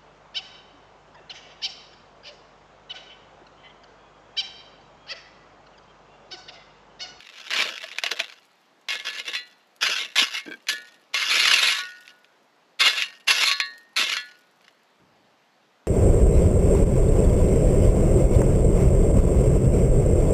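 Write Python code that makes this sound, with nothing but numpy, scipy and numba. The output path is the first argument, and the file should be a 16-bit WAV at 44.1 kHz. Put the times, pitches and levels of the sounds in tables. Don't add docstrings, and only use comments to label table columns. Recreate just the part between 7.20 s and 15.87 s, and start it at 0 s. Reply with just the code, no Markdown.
import sys
import numpy as np
from scipy import signal
from scipy.io import wavfile
from scipy.ndimage import uniform_filter1d
from numba import njit

SR = 44100
rng = np.random.default_rng(int(sys.argv[2]) if len(sys.argv) > 2 else 0)


def file_out(sig):
    cols = np.atleast_2d(sig).T
    lim = np.clip(cols, -1, 1)
    pcm = np.round(lim * 32767).astype(np.int16)
    wavfile.write(sys.argv[1], SR, pcm)


N = 382347


def gain_of(db):
    return 10 ** (np.asarray(db) / 20)


def evened(x):
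    return x / np.sqrt(np.mean(x ** 2) + 1e-20)


def butter(x, order, hz, kind):
    return signal.sosfilt(signal.butter(order, hz, kind, fs=SR, output="sos"), x)


def coloured(x, spectrum):
    hz, db = np.transpose(spectrum)
    bin_hz = abs(np.fft.fftfreq(8192, 1 / SR))
    bin_db = np.interp(np.log(bin_hz + 1), np.log(hz), np.maximum(db, -100))
    log_gain = bin_db * np.log(10) / 20
    impulse = np.fft.ifft(np.exp(np.conj(signal.hilbert(log_gain)))).real[:4096]
    return signal.oaconvolve(x, impulse)[:len(x)]


@njit
def ring(x, hz, t60_s, damping_per_s):
    out, state, turn = np.zeros(len(x)), 0j, np.exp(2j * np.pi * hz / SR)
    for n in range(len(x)):
        loss = np.log(1000) / SR * (1 / t60_s + damping_per_s[n])
        state = state * turn * (1 - loss) + x[n]
        out[n] = state.imag
    return out


def taps(time_s, level_db):
    out = np.zeros(N)
    out[(np.asarray(time_s) * SR).astype(int)] = gain_of(level_db)
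    return out


def contacts(per_s, spread_db, clump_db):
    clumps = evened(uniform_filter1d(uniform_filter1d(rng.standard_normal(N), 300), 300))
    hardness = np.minimum(rng.exponential(1, N), 3)
    size = evened(gain_of(spread_db * hardness + clump_db * clumps))
    chance = per_s / SR
    return size * rng.choice([-1, 1], N) * (rng.random(N) < chance) / np.sqrt(chance)


DRIFT_S = .045


def stones(clicks, t60_s, rise_s, snap_db=-40, count=12):
    t, out = np.arange(2000) / SR, np.zeros(N)
    period = (np.arange(N) / SR / DRIFT_S).astype(int)
    shape = (rng.integers(0, count, 1000)[period] + rng.integers(0, 2, N)) % count
    for k in range(count):
        burst = rng.standard_normal(len(t)) * gain_of(-60 * t / t60_s) * (1 - np.exp(-t / rise_s))
        burst = burst / np.linalg.norm(burst) + gain_of(snap_db) * (t == 0)
        out += signal.oaconvolve(clicks * (shape == k), burst / np.linalg.norm(burst))[:N]
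    return out


# (start [s], blade lifts free [s], blade share [dB], thud [dB],
# treble lift [dB], damping by gravel before the lift [1/s])
STROKES = [(0, 1.29, -1, -21.5, -9, 84), (1.678, 2.134, -4, -23, 2, 6.1),
           (2.605, 2.821, -4, -25.5, 0.5, 23), (2.945, 3.173, -2, -33, 5, 18),
           (3.448, 3.467, 4.5, -18, 15.5, 3.7), (3.93, 4.532, -7.5, -29.5, 4.5, 7.6),
           (5.602, 5.801, -2, -29, 3.5, 7.2), (6.06, 6.248, 1.5, -29, 10.5, 14.5),
           (6.76, 6.904, -6.5, -26, 4, 13.4)]


def per_stroke(values):
    index = np.searchsorted(np.transpose(STROKES)[0], np.arange(N) / SR) - 1
    return np.asarray(values)[np.maximum(index, 0)]


# (time [s], clatter level [dB])
POUR = [(0, -49), (0.266, -41), (0.327, -26.5), (.384, -20), (0.423, -22.5), (0.551, -37.5), (.76, -44.5),
        (1.02, -37.5), (1.25, -62.5)]
# (start [s], rise [s], hold [s], clatter level [dB])
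SHOVES = [(0.813, 0.0056, 0.063, -33.5), (0.903, 0.01, 0.0015, -24), (0.987, 0.0067, 0.004, -25.5),
          (1.681, 0.0045, 0.061, -29.5), (1.784, 0.0054, 0.0092, -36.5), (1.844, 0.0085, 0.036, -31),
          (1.922, 0.0098, 0.064, -33.5), (2.045, 0.012, 0.029, -29.5), (2.13, .005, 0.021, -29),
          (2.607, 0.015, 0.091, -21), (2.73, 0.01, 0.097, -27.5), (2.955, 0.0049, 0.06, -17),
          (3.089, 0.032, 0.059, -32.5), (3.483, .003, 0.002, -24), (3.93, 0.014, 0.095, -25.5),
          (4.006, 0.12, 0.4, -18), (4.551, 0.017, 0.027, -27.5), (4.622, .01, 0.28, -54.5),
          (5.589, 0.016, 0.077, -18), (5.705, 0.012, 0.12, -27.5), (5.81, 0.0083, .002, -29),
          (6.069, 0.014, 0.028, -19), (6.138, 0.021, 0.15, -24), (6.758, 0.0094, 0.059, -18.5),
          (6.847, 0.024, 0.084, -26.5), (6.92, 0.028, 0.032, -34), (7.391, .04, 0.06, -62)]
FALL_DB_PER_S, SETTLE_DB, SETTLE_DB_PER_S = 353, -13.5, 103.5


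def clatter_level():
    t, (pour_s, pour_db) = np.arange(N) / SR, np.transpose(POUR)
    out = gain_of(np.interp(t, pour_s, pour_db)) * (t < pour_s[-1])
    for start_s, rise_s, hold_s, db in SHOVES:
        part = out[int(start_s * SR):][:SR]
        since = t[:len(part)]
        after = np.maximum(since - rise_s - hold_s, 0)
        fade_db = np.maximum(-FALL_DB_PER_S * after, SETTLE_DB - SETTLE_DB_PER_S * after)
        shove = np.minimum(since / rise_s, 1) * gain_of(db + fade_db)
        part[:] = np.maximum(part, shove)
    return out


# (frequency [Hz], relative density [dB per Hz])
CLATTER = [(400, -61.5), (900, -8), (1400, 0.5), (2700, 7.5), (4500, 0.5), (6450, -6.5), (8890, -24),
           (11000, -14), (14100, -45)]
# (frequency [Hz], relative density [dB per Hz])
THUD = [(70, -19), (240, 5), (600, 13), (1100, -23)]


def gravel(level):
    blade_db, thud_db, treble_db = per_stroke(STROKES).T[2:5]
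    rate_per_s = 146.5 + 1800 * np.tanh(level / .1)
    clicks = contacts(rate_per_s, spread_db=2.5, clump_db=2.17)
    clatter = coloured(stones(level * clicks, t60_s=.016, rise_s=.0001, snap_db=-7), CLATTER)
    clatter *= gain_of(-2.5) / np.linalg.norm(coloured(np.eye(1, 4096)[0], CLATTER))
    treble = signal.filtfilt(*signal.butter(1, 6500, "high", fs=SR), clatter)

    lumps = stones(contacts(410, spread_db=8.5, clump_db=1.0), t60_s=.04, rise_s=.0045)
    sliding = signal.lfilter([.002], [1, -.998], level)
    thud = sliding * gain_of(thud_db) * evened(coloured(lumps, THUD))
    push = gain_of(-23 + blade_db) * level * clicks
    return clatter + (gain_of(treble_db) - 1) * treble + thud, push


# (time [s], relative level [dB])
KNOCKS = [(0.64, -19), (0.785, -8.5), (0.837, -5.5), (0.8634, -9), (0.9163, -6), (1.0013, -7), (1.687, -13),
          (1.705, -11), (1.715, -24), (1.732, -18), (1.7547, -15), (1.852, -19.5), (1.869, -14.5),
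          (2.1339, -19), (2.1511, -17), (2.7858, -20), (3.02, -11.5), (3.2106, -30.5), (3.47, -25),
          (3.488, -12.5), (3.9439, -7), (4.585, -15.5), (5.822, -5.5), (6.275, -7), (6.3142, -4),
          (6.401, -3), (6.968, -8)]
# (time [s], relative level [dB])
TICKS = [(.005, -28.5), (0.07, -27), (0.175, -30.5), (0.248, -30), (.305, -11), (.336, -7), (0.423, -5),
         (.579, -18.5), (.687, -23.5), (.715, -22), (1.099, -29), (4.8782, -28), (5.045, -38.5),
         (7.41, -45), (7.4806, -33)]
BLOW_DB = -11.5


def knocks():
    time_s, level_db = np.transpose(KNOCKS)
    hits = taps(time_s, level_db) + taps(*np.transpose(TICKS))
    crack = coloured(stones(hits, t60_s=.016, rise_s=.0003, snap_db=-8), CLATTER)
    click_peak = np.max(abs(coloured(np.eye(1, 4096)[0], CLATTER)))
    return gain_of(1.5) * crack / click_peak, taps(time_s, level_db + BLOW_DB)


# (frequency [Hz], undamped t60 [s])
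BLADE = [(1123, .24), (1458, .66), (1723, .33), (1847, .62), (1963, .26), (2156, .2), (2320, .22),
         (2536, .2), (2724, .2), (2846, .22), (3286, .15), (3456, .13), (3750, .23), (4080, .24),
         (4236, .27), (4875, .15)]
FACE_DB = [-18.5, -21.5, -13, -22.5, -18.5, -4.5, -18.5, -14, -5.5, -10.5, -10.5, -8, -11.5, -18, -15, -17]
SPOTS_DB = [
    [-34, -32, -15, -34, -8, -25, -10, -8, -9, -8, -25, -2, -25, -9, -2, -22],
    [-30, -16, -14, -17, -14, -25, -14, -18, -21, -13, -15, -10, -16, -25, -14, -23],
    [-16, -7, -8, -13, -23, -12, -23, -23, -21, -23, -23, -23, -20, -15, -11, -25],
    [-38, -42, -34, -27, -38, -26, -20, -38, -10, -14, -38, -38, -28, -38, -22, -38],
    [-18, -28, -17, -17, -22, -14, -27, -30, -13, -27, -27, -15, -15, -16, -7, -24],
    [-32, -16, -15, -32, -14, -16, -20, -32, -8, -27, -10, -14, -30, -30, -9, -27],
]
SPOT_OF_STROKE = [0, 0, 3, 3, 1, 2, 3, 4, 5]
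WANDER_DB, WANDER_S = 3.5, .04
LIFTED_DB = -5


def blade(push, blow):
    _, lift_s, _, _, _, buried_per_s = per_stroke(STROKES).T
    lifted = np.arange(N) / SR >= lift_s
    damping_per_s = buried_per_s * ~lifted
    force = blow + push * np.where(lifted, gain_of(LIFTED_DB), 1)
    at = np.flatnonzero(force)
    spot = per_stroke(SPOT_OF_STROKE)[at]
    wander_db = rng.standard_normal((500, len(BLADE))).T * WANDER_DB
    modes = np.zeros(N)
    for (hz, t60_s), face_db, spots_db, drift_db in zip(BLADE, FACE_DB, np.transpose(SPOTS_DB), wander_db):
        moving_db = face_db + np.interp(at / SR / WANDER_S, np.arange(len(drift_db)), drift_db)
        drive = np.zeros(N)
        drive[at] = force[at] * gain_of(np.where(lifted[at], spots_db[spot], moving_db))
        modes += ring(drive, hz, t60_s, damping_per_s)
    return butter(modes, 2, 600, "high")


# (time [s], level [dB], pitch [Hz])
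THUMPS = [(.6385, -24.5, 653), (.837, -18, 704), (0.9186, -23.5, 440), (1.0021, -21, 668),
          (3.0199, -19.5, 270), (3.278, -20, 310)]
HOLLOW_T60_S = .036


def thumps():
    out, t = np.zeros(N), np.arange(SR // 5) / SR
    for time_s, db, hz in THUMPS:
        envelope = gain_of(db - 60 * t / HOLLOW_T60_S) * (1 - np.exp(-t / .004))
        out[int(time_s * SR):][:len(t)] += envelope * np.sin(2 * np.pi * hz * t)
    return out


# (frequency [Hz], level [dB], t60 [s])
BLOCK = [(1594, 0, .06), (2280, -1, .045), (3310, -7, .035), (4000, -15, .03)]
# (time [s], level [dB])
ROCKS = [(3.264, -37), (3.284, -34), (3.3109, -31), (3.32, -28), (3.337, -30)]
# (start [s], length [s], level [dB])
GRIND = (3.258, 0.16, -40)


def block():
    hits = stones(taps(*np.transpose(ROCKS)), t60_s=.0081, rise_s=.00076)
    modes = sum(gain_of(db) * ring(hits, hz, t60_s, 0 * hits) for hz, db, t60_s in BLOCK)
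    scrape = evened(butter(rng.standard_normal(N), 2, [200, 480], "band"))
    return butter(modes, 2, 1000, "high") + swell(*GRIND) * scrape


def swell(start_s, length_s, db):
    phase = np.clip((np.arange(N) / SR - start_s) / length_s, 0, 1)
    return gain_of(db) * np.sin(np.pi * phase ** 0.28) ** 2


def grit(level):
    keep = np.exp(-1 / (.12 * SR))
    after = signal.lfilter([1 - keep], [1, -keep], level) ** .5
    clicks = after * contacts(per_s=270, spread_db=5.5, clump_db=6.0)
    ticks = stones(clicks, t60_s=.008, rise_s=.00024)
    return gain_of(-46.0) * butter(ticks, 2, [2500, 12500], "band")


def wall(x, t60_s):
    echoes, at = np.zeros(SR // 2), np.arange(200, SR // 2 - 20, 20)
    echoes[at + rng.integers(0, 20, len(at))] = rng.choice([-1., 1.], len(at))
    echoes *= gain_of(-60 * np.arange(len(echoes)) / SR / t60_s)
    return signal.oaconvolve(x, echoes / np.linalg.norm(echoes))[:N]


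# (frequency [Hz], relative density [dB per Hz])
YARD = [(59, -56), (100, -15), (198, -4), (319, -5.5), (750, -3), (4500, -16.5), (8500, -29), (11000, -34),
        (14100, -35)]
YARD_DB = -61.5
# (start [s], level [dB], time to fade by 20 dB [s])
GUST = (7.8, -57, 0.42)


def yard():
    real, imag, patches = rng.standard_normal((N // 256 + 5, 513, 3)).T
    patches = evened(uniform_filter1d(uniform_filter1d(patches, 10, 0), 14, 1))
    bins = (real + 1j * imag) * gain_of(1.2 * patches)
    noise = signal.istft(bins, nperseg=1024, noverlap=768)[1][:N]
    hum = evened(coloured(noise, YARD))

    start_s, db, fade_s = GUST
    since = np.arange(N) / SR - start_s
    rumble = evened(butter(rng.standard_normal(N), 2, 200, "low"))
    gust = rumble * gain_of(db - 20 * abs(since) / fade_s) * (since > 0)
    return gain_of(YARD_DB) * hum + gust


# (frequency [Hz], gain on the echoes [dB])
APART = [(60, -9.5), (180, -21.5), (530, -25.5), (1560, -59.5), (4610, -44), (13600, -6.5)]


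def scene():
    level = clatter_level()
    (heap, push), (crack, blow) = gravel(level), knocks()
    near = heap + crack + blade(push, blow) + thumps() + block() + grit(level)
    common = near + gain_of(-9.5) * wall(near, t60_s=.048) + yard()
    apart = coloured(wall(common, t60_s=.028), APART)
    return np.array([common + apart, common - apart])


EDGE_HZ = 14255


def record(dry):
    clipped = .8 * np.tanh(dry / .8)
    thin = butter(clipped, 2, 140, "high")
    dipped = signal.lfilter(*signal.iirnotch(9000, 9, SR), thin)
    low_pass = signal.firwin(255, EDGE_HZ, window=("kaiser", 9), fs=SR)
    return signal.oaconvolve(dipped, low_pass[None], "same")


dry = scene()
out = record(dry)
file_out(out)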